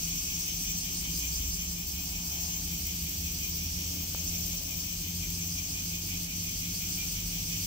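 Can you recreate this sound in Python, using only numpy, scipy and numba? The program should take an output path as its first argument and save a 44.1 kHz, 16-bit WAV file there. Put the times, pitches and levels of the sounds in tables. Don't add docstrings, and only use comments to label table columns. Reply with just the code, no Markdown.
import sys
import numpy as np
from scipy import signal
from scipy.fft import rfft, irfft, next_fast_len
from scipy.io import wavfile
from scipy.ndimage import uniform_filter1d
from numba import njit

SR = 44100
rng = np.random.default_rng(int(sys.argv[2]) if len(sys.argv) > 2 else 0)


def to_wav(s):
    ch = np.atleast_2d(s).T
    pcm = np.round(np.clip(ch, -1, 1) * 32767)
    wavfile.write(sys.argv[1], SR, pcm.astype(np.int16))


def voltage_ratio(decibels):
    exponent = np.asarray(decibels, float) / 20
    return 10 ** exponent


N = 337806
TIME = np.arange(N) / SR
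SIDES = np.array([[1], [-1]])


def curve(table):
    s, *columns = np.transpose(table)
    return [np.interp(TIME, s, column) for column in columns]


def level(x, rms_db):
    return x * voltage_ratio(rms_db) / np.sqrt(np.mean(x ** 2))


def colour(x, spectrum):
    hz, gain_db = np.transpose(spectrum)
    n = next_fast_len(N)
    log_bins = np.log(np.fft.rfftfreq(n, 1 / SR) + 1)
    gain = voltage_ratio(np.interp(log_bins, np.log(hz), gain_db))
    return irfft(rfft(x, n) * gain, n)[:N]


@njit
def svf(x, hz, width_hz):
    y, band, low = np.empty(len(x)), 0., 0.
    for i in range(len(x)):
        g, k = np.tan(np.pi * hz[i] / SR), width_hz / hz[i]
        v = (band + g * (x[i] - low)) / (1 + g * (g + k))
        band, low, y[i] = 2 * v - band, low + 2 * g * v, k * v
    return y


def resonance(drive, hz, width_hz):
    once = svf(drive, hz, float(width_hz))
    return level(svf(once, hz, float(width_hz)), 0)


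def walk(rate_per_s):
    hold = int(SR / rate_per_s)
    steps = np.repeat(rng.standard_normal(N // hold + 1), hold)
    return 1.3 * uniform_filter1d(uniform_filter1d(steps, hold), hold)[:N]


def clicks(turns, offset_turns, jitter_s, scatter_db):
    jitter, scatter = rng.standard_normal((int(turns[-1]), 2)).T
    click_s = np.interp(np.arange(len(jitter)) + offset_turns, turns, TIME) + jitter_s * jitter
    at = SR * click_s[:, None]
    taps = np.floor(at) + np.arange(-7, 9)
    shape = np.sinc(taps - at) * np.cos(np.pi * (taps - at) / 16) ** 2
    weights = shape * voltage_ratio(scatter_db * scatter)[:, None]
    return np.bincount(np.clip(taps, 0, N - 1).astype(int).ravel(), weights.ravel(), N)


def leaves(x, t60_s, scatter_db):
    stir_per_s, tails = 3.5, 3
    s = np.arange(int(.25 * SR)) / SR
    out = np.array([np.roll(x[0], 30), np.roll(x[1], 40)])
    share = np.array([walk(stir_per_s) for _ in range(tails)])
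    for weight in share / np.sqrt(np.sum(share ** 2, axis=0)):
        tail = rng.standard_normal((2, len(s))) * voltage_ratio(-60 * s / t60_s)
        tail *= voltage_ratio(scatter_db) / np.sqrt(np.sum(tail ** 2, axis=1, keepdims=True))
        out = out + weight * signal.fftconvolve(x, tail, axes=1)[:, :N]
    return out


# start_s, pairs_per_s; creeps up, slips back, creeps up again
BUZZ_RATE = [(0, 170.9), (4.2, 174.75), (4.3, 170.2), (5.6, 171.65), (7.66, 172.7)]
# sweep_start_hz, sweep_end_hz, stage_width_hz, start_gain_db, end_gain_db, left_minus_right_db
BUZZ_BODY = [(5550, 5960, 540, -2.5, -3.5, -5.5), (6220, 6470, 560, 0.5, -4, 2.5),
             (7020, 7500, 570, -9.5, -5.5, 4), (11060, 15170, 2600, -9.5, 1, 6),
             (14700, 14850, 2500, 0.5, 1.5, 5)]
BUZZ_START_TURNS = .715


def buzzer(gain_db, bright_db, sweeps):
    turns = np.cumsum(curve(BUZZ_RATE)[0] + .14 * walk(8)) / SR
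    drive = clicks(turns, 0, 7e-6, 3) - .8 * clicks(turns, .498, 7e-6, 3)
    climb = np.interp((BUZZ_START_TURNS + sweeps) % 1, [0, .6, .82, 1], [0, 1, 1, 0])
    out = 0
    for start_hz, end_hz, width_hz, start_db, end_db, pan_db in BUZZ_BODY:
        ring = resonance(drive, start_hz + (end_hz - start_hz) * climb, width_hz)
        ring_db = start_db + (end_db - start_db) * climb + SIDES * pan_db / 2
        out = out + ring * voltage_ratio(ring_db + bright_db * (start_hz > 10000))
    return leaves(out * voltage_ratio(gain_db - 2), .09, 3)


# mid_hz, glide_hz, stage_width_hz, gain_db, centre_turns, length_turns, left_minus_right_db
THROB_BODY = [(2405, 60, 91, 0.5, 1, 0.17, -3.5), (2378, -13, 330, 2, 0.89, 0.18, -5),
              (3078, 65, 200, -1, 1, 0.29, 1.5), (3240, 2, 580, 1.5, 0.93, 0.11, 3),
              (4870, 709, 840, 3, 0.53, 0.14, -13.5), (8820, 500, 2700, 2.5, 0.58, 0.18, 5)]
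THROB_CLICKS_PER_S, THROB_START_TURNS = 310, .305


def throbber(gain_db, throbs):
    turns = np.cumsum(THROB_CLICKS_PER_S * (1 + .01 * walk(8))) / SR
    drive = clicks(turns, 0, 0.000199, 1.37)
    throb, out = THROB_START_TURNS + throbs, 0
    for mid_hz, glide_hz, width_hz, ring_db, centre, length, pan_db in THROB_BODY:
        place = ((throb - centre + .5) % 1 - .5) / length
        ring = resonance(drive, mid_hz + glide_hz * np.tanh(place) / 2, width_hz)
        gate = np.exp(-place ** 4 / 2)
        out = out + ring * gate * voltage_ratio(ring_db + SIDES * pan_db / 2 + 1.0 * walk(3.4))
    return leaves(out * voltage_ratio(gain_db), 0.23, 0.45)


# start_s, peak_db, left_minus_right_db
KNOCKS = [(4.148, -28, 5)]
# pitch_hz, relative_db, t60_s
TOY = [(334, 0, 0.01), (560, 0, 0.0071), (850, 5, 0.0064), (1210, -7, 0.01)]


def knocks():
    s = np.arange(2000) / SR
    ring = sum(voltage_ratio(db - 60 * s / t60_s) * np.sin(2 * np.pi * hz * s) for hz, db, t60_s in TOY)
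    ring = ring / np.abs(ring).max()
    out = np.zeros((2, N + len(s)))
    for start_s, peak_db, pan_db in KNOCKS:
        i = int(start_s * SR)
        out[:, i:i + len(s)] += ring * voltage_ratio(peak_db + SIDES * pan_db / 2)
    return out[:, :N]


# pitch_hz, relative_db_per_hz
CHORUS = [(1300, -56), (1900, -27), (2150, -11), (2360, -6), (2700, -5.5), (3220, -4.5), (3770, -8.5),
          (4400, -3.5), (5300, -2), (6200, 2.5), (6880, -6.5), (7630, -3.5), (10100, -17.5), (12000, -6),
          (14300, -5.5), (15700, -5)]
# pitch_hz, left_minus_right_db
LEAN = [(2000, -6.5), (3000, 3), (5500, 1.5), (7000, 5), (10000, 1.5), (15000, -3)]


def chorus(rms_db):
    ears = []
    for side in (1, -1):
        far = 0
        for clicks_per_s in rng.uniform(300, 370, 9):
            turns = np.cumsum(clicks_per_s * (1 + .003 * walk(.6))) / SR
            far = far + clicks(turns, rng.random(), 5e-6, 1.5) * voltage_ratio(2.0 * walk(1.5))
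        far = level(far, 0) + level(rng.standard_normal(N), -1.5)
        lean = [(hz, side * db / 2) for hz, db in LEAN]
        ears.append(colour(colour(far, CHORUS), lean))
    return level(np.array(ears), 0) * voltage_ratio(rms_db)


def tone(hz, rms_db, side_share):
    phase = 2 * np.pi * np.cumsum(hz) / SR
    return np.sqrt(2) * voltage_ratio(rms_db) * (np.sin(phase) + side_share * SIDES * np.cos(phase))


# pitch_hz, waver_hz, mean_db, side_share
HUM = [(44.55, 1.17, -51.5, 0.14), (149.4, 3.96, -80, 0), (189.4, 9.4, -63, 0), (240.5, 2.51, -67, 0.2),
       (280.4, 5.08, -63.5, 0.73), (311, 4.14, -79, 1), (736, 3.3, -77.5, 0.5)]
PUMP_HZ, PUMP_WAVER_HZ, PUMP_DB = 171.6, 1.62, -47
PUMP_FLUTTER, PUMP_FLUTTER_PER_S = 0.29, 16


def pumps():
    out = 0
    for hz, waver_hz, mean_db, side_share in HUM:
        out = out + tone(hz + waver_hz * walk(12), mean_db + 3.9 * walk(9.7), side_share)
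    main = tone(PUMP_HZ + PUMP_WAVER_HZ * walk(14.), PUMP_DB, 0.094)
    return out + main * (1 + PUMP_FLUTTER * walk(PUMP_FLUTTER_PER_S))


# time_s, mean_db
ENGINE = [(.95, -45.5), (1.5, -41.5), (2.1, -45.5), (2.7, -47), (3.2, -45.5), (4.4, -43), (4.9, -49.5),
          (5.2, -43.5), (7.66, -48.5)]
ENGINE_START_S, ENGINE_HZ, ENGINE_CLIMB_HZ_PER_S = 0.92, 68.84, 4.6
ENGINE_LAG_HZ, ENGINE_CATCH_S = 15.5, .45


def engine():
    since_s = np.maximum(TIME - ENGINE_START_S, 0)
    lag_hz = ENGINE_LAG_HZ * np.exp(-since_s / ENGINE_CATCH_S)
    hz = ENGINE_HZ + ENGINE_CLIMB_HZ_PER_S * since_s - lag_hz
    fade_in = np.clip(since_s / .08, 0, 1)
    return tone(hz + .5 * walk(2.97), curve(ENGINE)[0] + 1.65 * walk(14), 0.072) * fade_in


# nearest_s, rms_before_fade_db, centre_hz, spread_s
PASSES = [(.7, -66, 990, 0.59), (2.3, -63, 765, 0.3), (4.002, -64, 545, 0.22), (4.544, -59.5, 574, 0.22),
          (5.9, -65.5, 725, 0.34), (7.01, -66, 1420, 0.13), (7.6, -67, 544, .2)]


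def traffic():
    mid, side = rng.standard_normal((2, N))
    out = 0
    for nearest_s, rms_db, hz, spread_s in PASSES:
        m, s = (level(svf(v, np.full(N, float(hz)), 210.0), rms_db) for v in (mid, side))
        out = out + (m + 0.4 * SIDES * s) * np.exp(-((TIME - nearest_s) / spread_s) ** 2 / 2)
    return out * voltage_ratio(3.0 * walk(3.5))


# pitch_hz, relative_db_per_hz
RUMBLE = [(20, -29), (34, -1), (80, 3), (129, -6), (172, -0.5), (194, -3.5), (222, -10.5), (291, -9.5),
          (486, -24.5), (731, -25), (1140, -29.5), (1520, -30.5), (2000, -29.5), (2600, -63), (4400, -120)]
RUMBLE_DB = -43.5


def rumble():
    mid, side = (colour(rng.standard_normal(N), RUMBLE) for _ in range(2))
    side = colour(side, [(60, -25), (170, -21.5), (350, -8.0), (700, -3.5), (1500, 0.5)])
    return level(mid + SIDES * side, RUMBLE_DB)


# lowest_s, depth_db, recovery_s
DIPS = [(1.75, -1.5, .25), (3.2, -0.5, 0.11), (4.62, -2.5, 0.058), (6.0, -3.5, 0.02), (6.28, -4.5, 0.036),
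        (7.22, -1, 0.045), (7.45, -3, 0.049)]
DIP_FALL_S, SWELL_DB, SWELL_PER_S = 0.021, 0.65, 5.6


def swell():
    out = SWELL_DB * walk(SWELL_PER_S)
    for lowest_s, depth_db, recovery_s in DIPS:
        slope_s = np.where(TIME < lowest_s, DIP_FALL_S, recovery_s)
        out = out + depth_db * np.exp(-np.abs(TIME - lowest_s) / slope_s)
    return out


# time_s, buzzer_gain_db, buzzer_treble_gain_db, throbber_gain_db, chorus_db
EFFORT = [(0, -42.5, -5, -56.5, -35.5), (.8, -41.5, -6.5, -53, -36), (1.6, -43, -4, -54, -36.5),
          (2.4, -43, -2.5, -55, -36), (3.6, -46, -2.5, -58, -37), (4.8, -45.5, -2.5, -56.5, -36),
          (5.6, -44.5, -3.5, -55.5, -36.5), (7, -47, -3, -55, -35.5), (7.66, -45.5, -4, -55.5, -35.5)]
# time_s, buzzer_sweeps_per_s, throbs_per_s
TEMPO = [(0, 12.633, 5.35), (3, 13.093, 5.469), (7.66, 13.282, 5.773)]


def scene():
    buzz_db, bright_db, throb_db, chorus_db = curve(EFFORT)
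    sweeps, throbs = np.cumsum(curve(TEMPO), axis=1) / SR
    swell_db = swell()
    insects = buzzer(buzz_db, bright_db, sweeps) + throbber(throb_db, throbs) + chorus(chorus_db)
    background = pumps() + engine() + traffic() + rumble()
    return insects * voltage_ratio(swell_db) + background * voltage_ratio(swell_db / 2 + 0.2 * SIDES) + knocks()


def top_cut(x):
    return signal.sosfilt(signal.butter(12, 17080, fs=SR, output="sos"), x)


def record(dry):
    mix = np.array([colour(ear, [(20, 0), (15740, 0), (15770, -60)]) for ear in dry])
    return top_cut(mix)


dry = scene()
out = record(dry)
to_wav(out)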